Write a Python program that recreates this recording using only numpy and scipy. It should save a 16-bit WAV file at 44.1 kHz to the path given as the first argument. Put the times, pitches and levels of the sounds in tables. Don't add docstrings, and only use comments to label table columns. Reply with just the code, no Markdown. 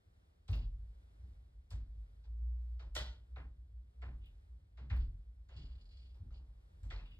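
import sys
import numpy as np
from scipy import signal
from scipy.fft import rfft, irfft, next_fast_len
from scipy.io import wavfile
from scipy.ndimage import uniform_filter1d

SR = 44100
rng = np.random.default_rng(int(sys.argv[2]) if len(sys.argv) > 2 else 0)


def master_out(mix):
    frames = np.transpose(np.atleast_2d(mix))
    ceiling = np.clip(frames, -1, 1)
    pcm = np.round(ceiling * 32767).astype(np.int16)
    wavfile.write(sys.argv[1], SR, pcm)


def volts_from_decibels(level):
    exponent = np.asarray(level, float) / 20
    return 10 ** exponent


N = 317157
M = next_fast_len(N + SR)
HZ = np.maximum(np.arange(M // 2 + 1) * SR / M, 1)
T = np.arange(N) / SR
SHORT_SPAN_RISE_S = 0.032


def shape(x, gain):
    return irfft(rfft(x, M) * gain, M)[..., :N]


def colour(table):
    hz, db = np.transpose(table)
    return volts_from_decibels(np.interp(np.log(HZ), np.log(hz), db))


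def modes(table):
    response = 0
    for k, (hz, width, db) in enumerate(table):
        damping = 1j * HZ * width
        response = response + (-1) ** k * volts_from_decibels(db) * damping / (hz ** 2 - HZ ** 2 + damping)
    return response


def unit(x):
    return x / np.sqrt(np.mean(x ** 2))


def band(hz, octaves):
    noise = rng.standard_normal((2, len(HZ))) + 1j * rng.standard_normal((2, len(HZ)))
    bell = np.exp(-(np.log2(HZ / hz) / octaves) ** 2)
    return unit(irfft(noise * bell, M)[:, :N])


def walk(rate_hz):
    return unit(shape(rng.standard_normal(N), np.exp(-(HZ / rate_hz) ** 2)))


def clicks(table):
    x = np.zeros(N)
    for s, db in table:
        x[int(s * SR)] += volts_from_decibels(db)
    return x


def echo(x, t60, wet_db):
    t = np.arange(SR // 2) / SR
    tail = volts_from_decibels(wet_db) * rng.standard_normal((2, len(t))) * volts_from_decibels(-60 * t / t60)
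    tail[0, 0] = 1
    return shape(x, rfft(tail, M))


def ring(hz):
    cycles = np.cumsum(hz) / SR + rng.random((2, 1))
    return np.sqrt(2) * np.sin(2 * np.pi * cycles)


def swells(s, db, rise_s, fall_db_s, hold_s=0, sag_db_s=0):
    t = T[::64, None] - s
    held = np.clip(t, 0, np.maximum(hold_s, 0))
    falling = np.maximum(t, 0) - held
    rise = np.sin(np.pi / 2 * np.clip(1 + t / rise_s, 0, 1)) ** 2
    gain = rise * volts_from_decibels(db - sag_db_s * held - fall_db_s * falling)
    return np.interp(T, T[::64], np.sqrt(np.sum(gain ** 2, axis=1)))


def room_hush():
    # f/Hz, density/dB per Hz
    hush_colour = [(130, 1), (260, -11.5), (390, -12), (650, -18), (1000, -24), (1500, -24.5), (2200, -24),
                   (2800, -25.5), (3500, -23.5), (5000, -28.5), (6000, -32), (8000, -36), (10000, -31.5),
                   (13200, -42)]
    hush = unit(shape(rng.standard_normal((2, N)), colour(hush_colour) * (HZ > 150)))
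    return hush * volts_from_decibels(-81.5 + 1.7 * walk(1.7))


def main_panel(unrest_db):
    # t/s, level/dB, hold/s, f/Hz
    sways = [(0.546, -35, 0.02, 52.92), (0.57, -48, 0.096, 55.6), (0.743, -47, 0.12, 53.7),
             (1.245, -48.5, 0.0043, 63.88), (1.397, -58.5, 0.027, 58.6), (1.568, -54, 0.013, 56.42),
             (1.762, -41.5, 0.04, 56.0), (1.935, -47, 0.08, 53.9), (2.213, -53, 0.013, 55.23),
             (2.315, -42.5, 0.076, 57.05), (2.441, -37.5, 0.12, 59.7), (2.611, -41.5, 0.16, 59.4),
             (2.857, -47, 0.02, 59.17), (2.975, -43.1, 0.12, 60.69), (3.338, -47.5, 0.16, 62.0),
             (3.615, -50.5, 0.0, 57.8), (3.774, -47.5, 0.024, 59.05), (4.038, -43.5, 0.063, 62.6),
             (4.17, -50, 0.064, 56.7), (4.534, -51, 0.025, 59.45), (4.813, -47.5, 0.032, 62.18),
             (4.956, -33.5, 0.049, 61.37), (5.256, -52.5, 0.053, 59.0), (5.536, -52, 0.12, 62.88),
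             (5.732, -45.5, 0, 62.0), (5.984, -55, 0.25, 61.5), (6.311, -51, 0.12, 63.44),
             (6.496, -56.5, 0.077, 55.5), (6.854, -45.5, 0.079, 54.0), (6.979, -57.5, 0.36, 58.0)]
    s, db, hold, pitch = np.transpose(sways)
    gain = swells(s, db, rise_s=0.07, fall_db_s=166.5, hold_s=hold, sag_db_s=9.5)
    swing = gain * ring(np.interp(T, s + hold / 2, pitch))
    return swing + volts_from_decibels(-62 + unrest_db) * band(60, 0.43)


def short_spans(steps, levels_db):
    span_hz, scatter, fall_db_s = np.array((82.33, 89.64, 102.9)), 0.03, 111
    out, t = np.zeros(N + SR), T[:SR // 2] - SHORT_SPAN_RISE_S
    pitches = span_hz * (1 + scatter * rng.standard_normal((len(steps), 3)))
    rise = np.sin(np.pi / 2 * np.minimum(1 + t / SHORT_SPAN_RISE_S, 1)) ** 2
    for s, db, hz in zip(steps, levels_db, pitches):
        gain = rise * volts_from_decibels(db - 1 - fall_db_s * np.maximum(t, 0))
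        spans = np.cos(2 * np.pi * hz[:, None] * (t - 0.006)).sum(axis=0)
        out[int((s - SHORT_SPAN_RISE_S) * SR):][:len(t)] += gain * np.sqrt(2 / 3) * spans
    return out[:N]


def ceiling():
    # t/s of the short-span peak, long-span level/dB, short-span level/dB, joist level/dB
    footfalls = [(0.08, -92, -70, -93), (0.508, -52, -36, -50.5), (0.559, -41.5, -45, -62.5),
                 (0.792, -55.5, -58.5, -79.5), (1.236, -59.5, -61, -68.5), (1.461, -65.5, -91, -82),
                 (1.736, -52.5, -47, -62), (1.961, -56, -65.5, -77), (2.308, -72.5, -62.5, -67.5),
                 (2.66, -72.5, -66.5, -91.5), (2.836, -48, -63, -68.5), (2.985, -59, -54.5, -59.5),
                 (3.388, -55.5, -57.5, -61), (3.792, -84, -89, -78), (4.054, -53.5, -57, -57.5),
                 (4.208, -58.5, -58.5, -75.5), (4.524, -90, -92, -73.5), (4.81, -63, -65, -58),
                 (4.92, -41.5, -40, -51.5), (5.08, -53.5, -51, -77), (5.298, -60, -63, -87),
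                 (5.566, -52, -54.5, -58), (5.76, -55.5, -59.5, -75.5), (6.024, -61.5, -68.5, -76.5),
                 (6.212, -52.5, -49.5, -60.5), (6.389, -61, -88, -67.5), (6.712, -63.5, -70, -85),
                 (6.841, -46, -51, -63.5), (6.937, -53, -55, -74.5), (7.01, -66, -96, -62)]
    walk_starts_s = 0.475
    unrest_db = np.interp(T, (walk_starts_s, walk_starts_s + 0.07), (-6.5, 0))
    main = main_panel(unrest_db)

    long = ring(44.6 * (1 + 0.058 * walk(3.3))) + volts_from_decibels(-14.5) * band(27, 0.26)
    joists = unit(band(130, 0.3) + volts_from_decibels(-5) * band(197.7, 0.78))
    s, long_db, short_db, joist_db = np.transpose(footfalls)
    short = short_spans(s, short_db) + volts_from_decibels(-70 + unrest_db) * band(88, 0.39)

    landing = s - SHORT_SPAN_RISE_S
    long_gain = swells(landing + 0.15, long_db + 1.5, rise_s=0.15, fall_db_s=114.5)
    joist_gain = swells(landing + 0.067, joist_db - 0.1, rise_s=0.067, fall_db_s=104)
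    long = long * np.hypot(long_gain, volts_from_decibels(-73 + unrest_db))
    joists = joists * np.hypot(joist_gain, volts_from_decibels(-83 + unrest_db))
    return main + short + long + joists


def ticks():
    # t/s, level/dB
    touches = [(0.483, -81.5), (0.5157, -67), (0.557, -68.5), (1.706, -79), (2.9542, -59), (4.2595, -77),
               (4.9671, -70), (6.835, -81), (6.16, -84.5), (7.06, -86), (7.11, -82.5), (7.15, -84)]
    metal = modes([(11700, 3300, -1.5), (12800, 330, -10.5)])
    return echo(shape(clicks(touches) * volts_from_decibels(28.5), metal), t60=0.29, wet_db=-30.5)


def knocks():
    # t/s, level near 700 Hz/dB, 1.9 kHz above it/dB, 4.2 kHz above it/dB, t60/s
    blows = [(0.484, -59.5, -9.5, -0.5, 0.44), (0.532, -59.5, -5, 3, 0.28), (1.204, -86.5, -17, -3.5, 0.8),
             (1.727, -77, 4, 6.5, 0.41), (2.244, -74.5, -7.5, 0, 0.19), (2.797, -63, -5, -3.5, 0.32),
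             (2.967, -57, 0, 13, 0.45), (3.362, -58, 0.5, -13.5, 0.31), (4.021, -60, 0.5, -11, 0.35),
             (4.776, -66.5, -2, -4.5, 0.4), (4.903, -59.5, 7, -5, 0.34), (4.967, -80, -1, 10.5, 0.16),
             (5.491, -71.5, -2.5, -4.5, 0.93), (6.147, -73.5, -13, -6, 0.37),
             (6.309, -75.5, -12.5, -7, 0.93), (6.907, -61, 2.5, 1.5, 0.48)]
    snaps = [
        (1.709, -64.5, -7, -1, 0.27),
        (2.955, -50, -1, 3.5, 0.27),
        (6.834, -74, -4.5, -3.5, 0.58),
    ]
    tilt_hz = (220, 700, 1900, 4200, 8000, 12500)
    hits = [(*k, -27.5) for k in blows] + [(*k, -5.5) for k in snaps]
    out = 0
    for hz in 330 * 2 ** np.arange(0, 5.4, .4):
        pitch = hz / 2000
        power = np.zeros(N // 16 + 1)
        for s, db, mid, high, t60, top in hits:
            levels = (-14, -6.5, mid - 4, high - 3.5, high + top - 1.5, high + top - 17)
            tilt = np.interp(np.log(hz), np.log(tilt_hz), levels)
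            start = int((s - 0.009 + 0.006 * pitch ** -0.5) * SR) // 16
            t = T[::16][:min(1100, len(power) - start)]
            fade = t / (t60 * pitch ** -0.12)
            swell = (1 - np.exp(-t / (0.0021 * pitch ** -0.4))) ** 2
            decay_db = 52.8 * fade + 48 * fade ** 3
            power[start:][:len(t)] += volts_from_decibels(2 * (db - 0.5 + tilt - decay_db)) * swell
        gain = np.interp(T, T[::16], np.sqrt(power))
        out = out + gain * band(hz, 0.41)
    lumps = volts_from_decibels(0.76 * walk(140))
    small_modes = uniform_filter1d(rng.standard_normal(len(HZ)), size=400)
    small_modes = unit(uniform_filter1d(small_modes, size=400))
    return shape(out * lumps, volts_from_decibels(0.63 * small_modes))


def clacks():
    # t/s, level/dB, f/Hz, width/Hz
    hard_edges = [(0.4855, -68, 3600, 280), (0.534, -41.5, 2720, 278), (1.7078, -53.5, 4840, 280),
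                  (1.7244, -70, 1470, 280), (2.2443, -80, 1505, 280), (2.7962, -68, 1385, 279.8),
                  (3.3673, -52, 1352, 277.9), (4.0227, -51, 2115, 278), (4.776, -64.5, 1730, 279.6),
                  (4.9052, -47.5, 1759, 280), (5.4926, -74, 1647, 280.2), (6.3084, -62.5, 1289, 279.8),
                  (6.8345, -65, 7606, 280), (6.9104, -40.5, 1996, 279), (6.9173, -46.5, 1389, 283.3)]
    loose_bits = [(.484, -60, 8300, 500), (1.728, -64, 7560, 587), (3.362, -56, 3840, 498),
                  (4.021, -70, 7510, 404), (4.903, -64, 3600, 500), (5.491, -69.5, 6840, 300),
                  (6.318, -71, 2100, 300.3), (6.329, -71, 6380, 300.4), (6.905, -45, 3280, 502.7),
                  (6.148, -64.5, 4900, 893), (6.964, -50.5, 4263, 296.8), (6.993, -52, 2576, 195)]
    # t/s, level/dB
    bounces = [
        (2.9525, -35),
        (2.964, -22),
        (2.972, -27),
        (2.985, -36),
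        (3.07, -41.5),
    ]
    # f/Hz, width/Hz, level/dB
    board_modes = [(593.5, 23, 2.5), (916, 19, -1.5), (1424, 53, 0), (1952, 54, -1.5), (3010, 51, -3),
                   (3215, 50, -1), (3460, 230, -6), (4350, 88, -15)]
    first_touch = (2.9525, -37.5)  # t/s, level/dB
    crack_colour = HZ / (HZ + 1500) * 9000 ** 2 / (HZ ** 2 + 9000 ** 2)
    x = shape(clicks([first_touch]), crack_colour)
    t = T[:SR // 20]
    for s, db, hz, width in list(hard_edges) + list(loose_bits):
        damping = np.pi * width * t
        push = np.e * damping * np.exp(-damping)
        clack = volts_from_decibels(db - 6.5) * push * np.sin(2 * np.pi * hz * t)
        start = int((s - 0.002) * SR)
        x[start:][:len(t)] += clack[:N - start]
    board = shape(clicks(bounces) * volts_from_decibels(23.0), modes(board_modes))
    return echo(x, t60=0.2, wet_db=-28) + echo(board, t60=0.34, wet_db=-29)


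def creak():
    # t/s, upper-mode level/dB,
    # lower-mode level/dB, hold/s
    creaks = [(0.561, -71.5, -76.5, 0.07), (4.228, -86, -81, 0.012), (4.25, -93, -78, 0.0082),
              (4.97, -72.5, -81, 0.06), (5.51, -100, -80, 0.023), (5.566, -65.5, -77, .1),
              (5.72, -72, -80.5, .055), (5.904, -72, -85, 0.16), (6.03, -87, -88.5, 0.069),
              (6.329, -98, -85, 0.0044), (6.343, -71, -85.5, .012), (7.001, -100, -88, .05),
              (7.064, -80, -77, .13)]
    # t/s, level/dB
    lone_slips = [(5.5335, -65), (5.5647, -54.5), (5.727, -69), (5.8104, -59.5), (5.8543, -61),
                  (5.8895, -63), (5.9177, -63), (5.9508, -79.5), (5.9704, -59), (5.9967, -64), (6.067, -74),
                  (6.11, -74)]
    # f/Hz, width/Hz, level/dB
    upper_modes = [(3560, 500, -7), (3940, 500, -1.5), (4065, 320, 2.5), (4670, 400, -1.5),
                   (5270, 460, -10), (6250, 220, -13), (7400, 900, -19)]
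    lower_modes = [(2480, 570, -7), (2910, 190, 1.5), (3350, 350, -3.5), (3700, 500, -6)]
    slips_per_s = 260
    dense = unit((rng.random(N) < slips_per_s / SR) * volts_from_decibels(0.59 * rng.exponential(size=N)))
    s, upper_db, lower_db, hold = np.transpose(creaks)

    def load(db):
        return dense * swells(s, db, rise_s=0.025, fall_db_s=306, hold_s=hold)

    lone = clicks(lone_slips)
    upper = lone * volts_from_decibels(22.0) + load(upper_db + 2.0)
    lower = lone * volts_from_decibels(12) + load(lower_db + 12)
    upper = shape(upper, modes(upper_modes) / (1 + (HZ / 8000) ** 4))
    lower = shape(lower, modes(lower_modes))
    return echo(upper + lower, t60=0.13, wet_db=-17)


def ports(sound, side_share):
    # f/Hz, left lead/cycles
    port_turns = [(0, 0), (200, .025), (1300, .12), (2700, .42), (4400, .22), (5500, .3), (5950, .5),
                  (6400, .68), (8000, 1), (9500, 1.3), (10300, 1.5), (11100, 1.7), (12600, 1.82),
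                  (16000, 2.2)]
    wave, diffuse = rfft(sound, M)
    half_lag = np.pi * np.interp(HZ, *np.transpose(port_turns))
    mid = wave * np.cos(half_lag) + diffuse * 0.33j * np.sin(half_lag) ** 2
    side = wave * 0.95j * np.sin(half_lag) + diffuse * colour(side_share)
    return irfft(np.array([mid + side, mid - side]), M)[:, :N]


def scene():
    # f/Hz, level/dB
    steps_side = [(60, -38), (250, -10), (700, -9), (2500, -4), (6000, -8), (8000, -16), (12000, -12)]
    # f/Hz, level/dB
    hush_side = [(150, -7.5), (300, -2), (700, 5), (1500, 5.5), (3000, -8), (6000, -14.5), (8000, -20.5),
                 (12000, -14.5)]
    overhead = ceiling() + knocks() + clacks() + ticks() + creak()
    return ports(overhead, steps_side) + ports(room_hush(), hush_side)


def roll_off(x):
    return signal.sosfilt(signal.butter(12, 14010, fs=SR, output="sos"), x)


def record(dry):
    return roll_off(dry)


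dry = scene()
out = record(dry)
master_out(out)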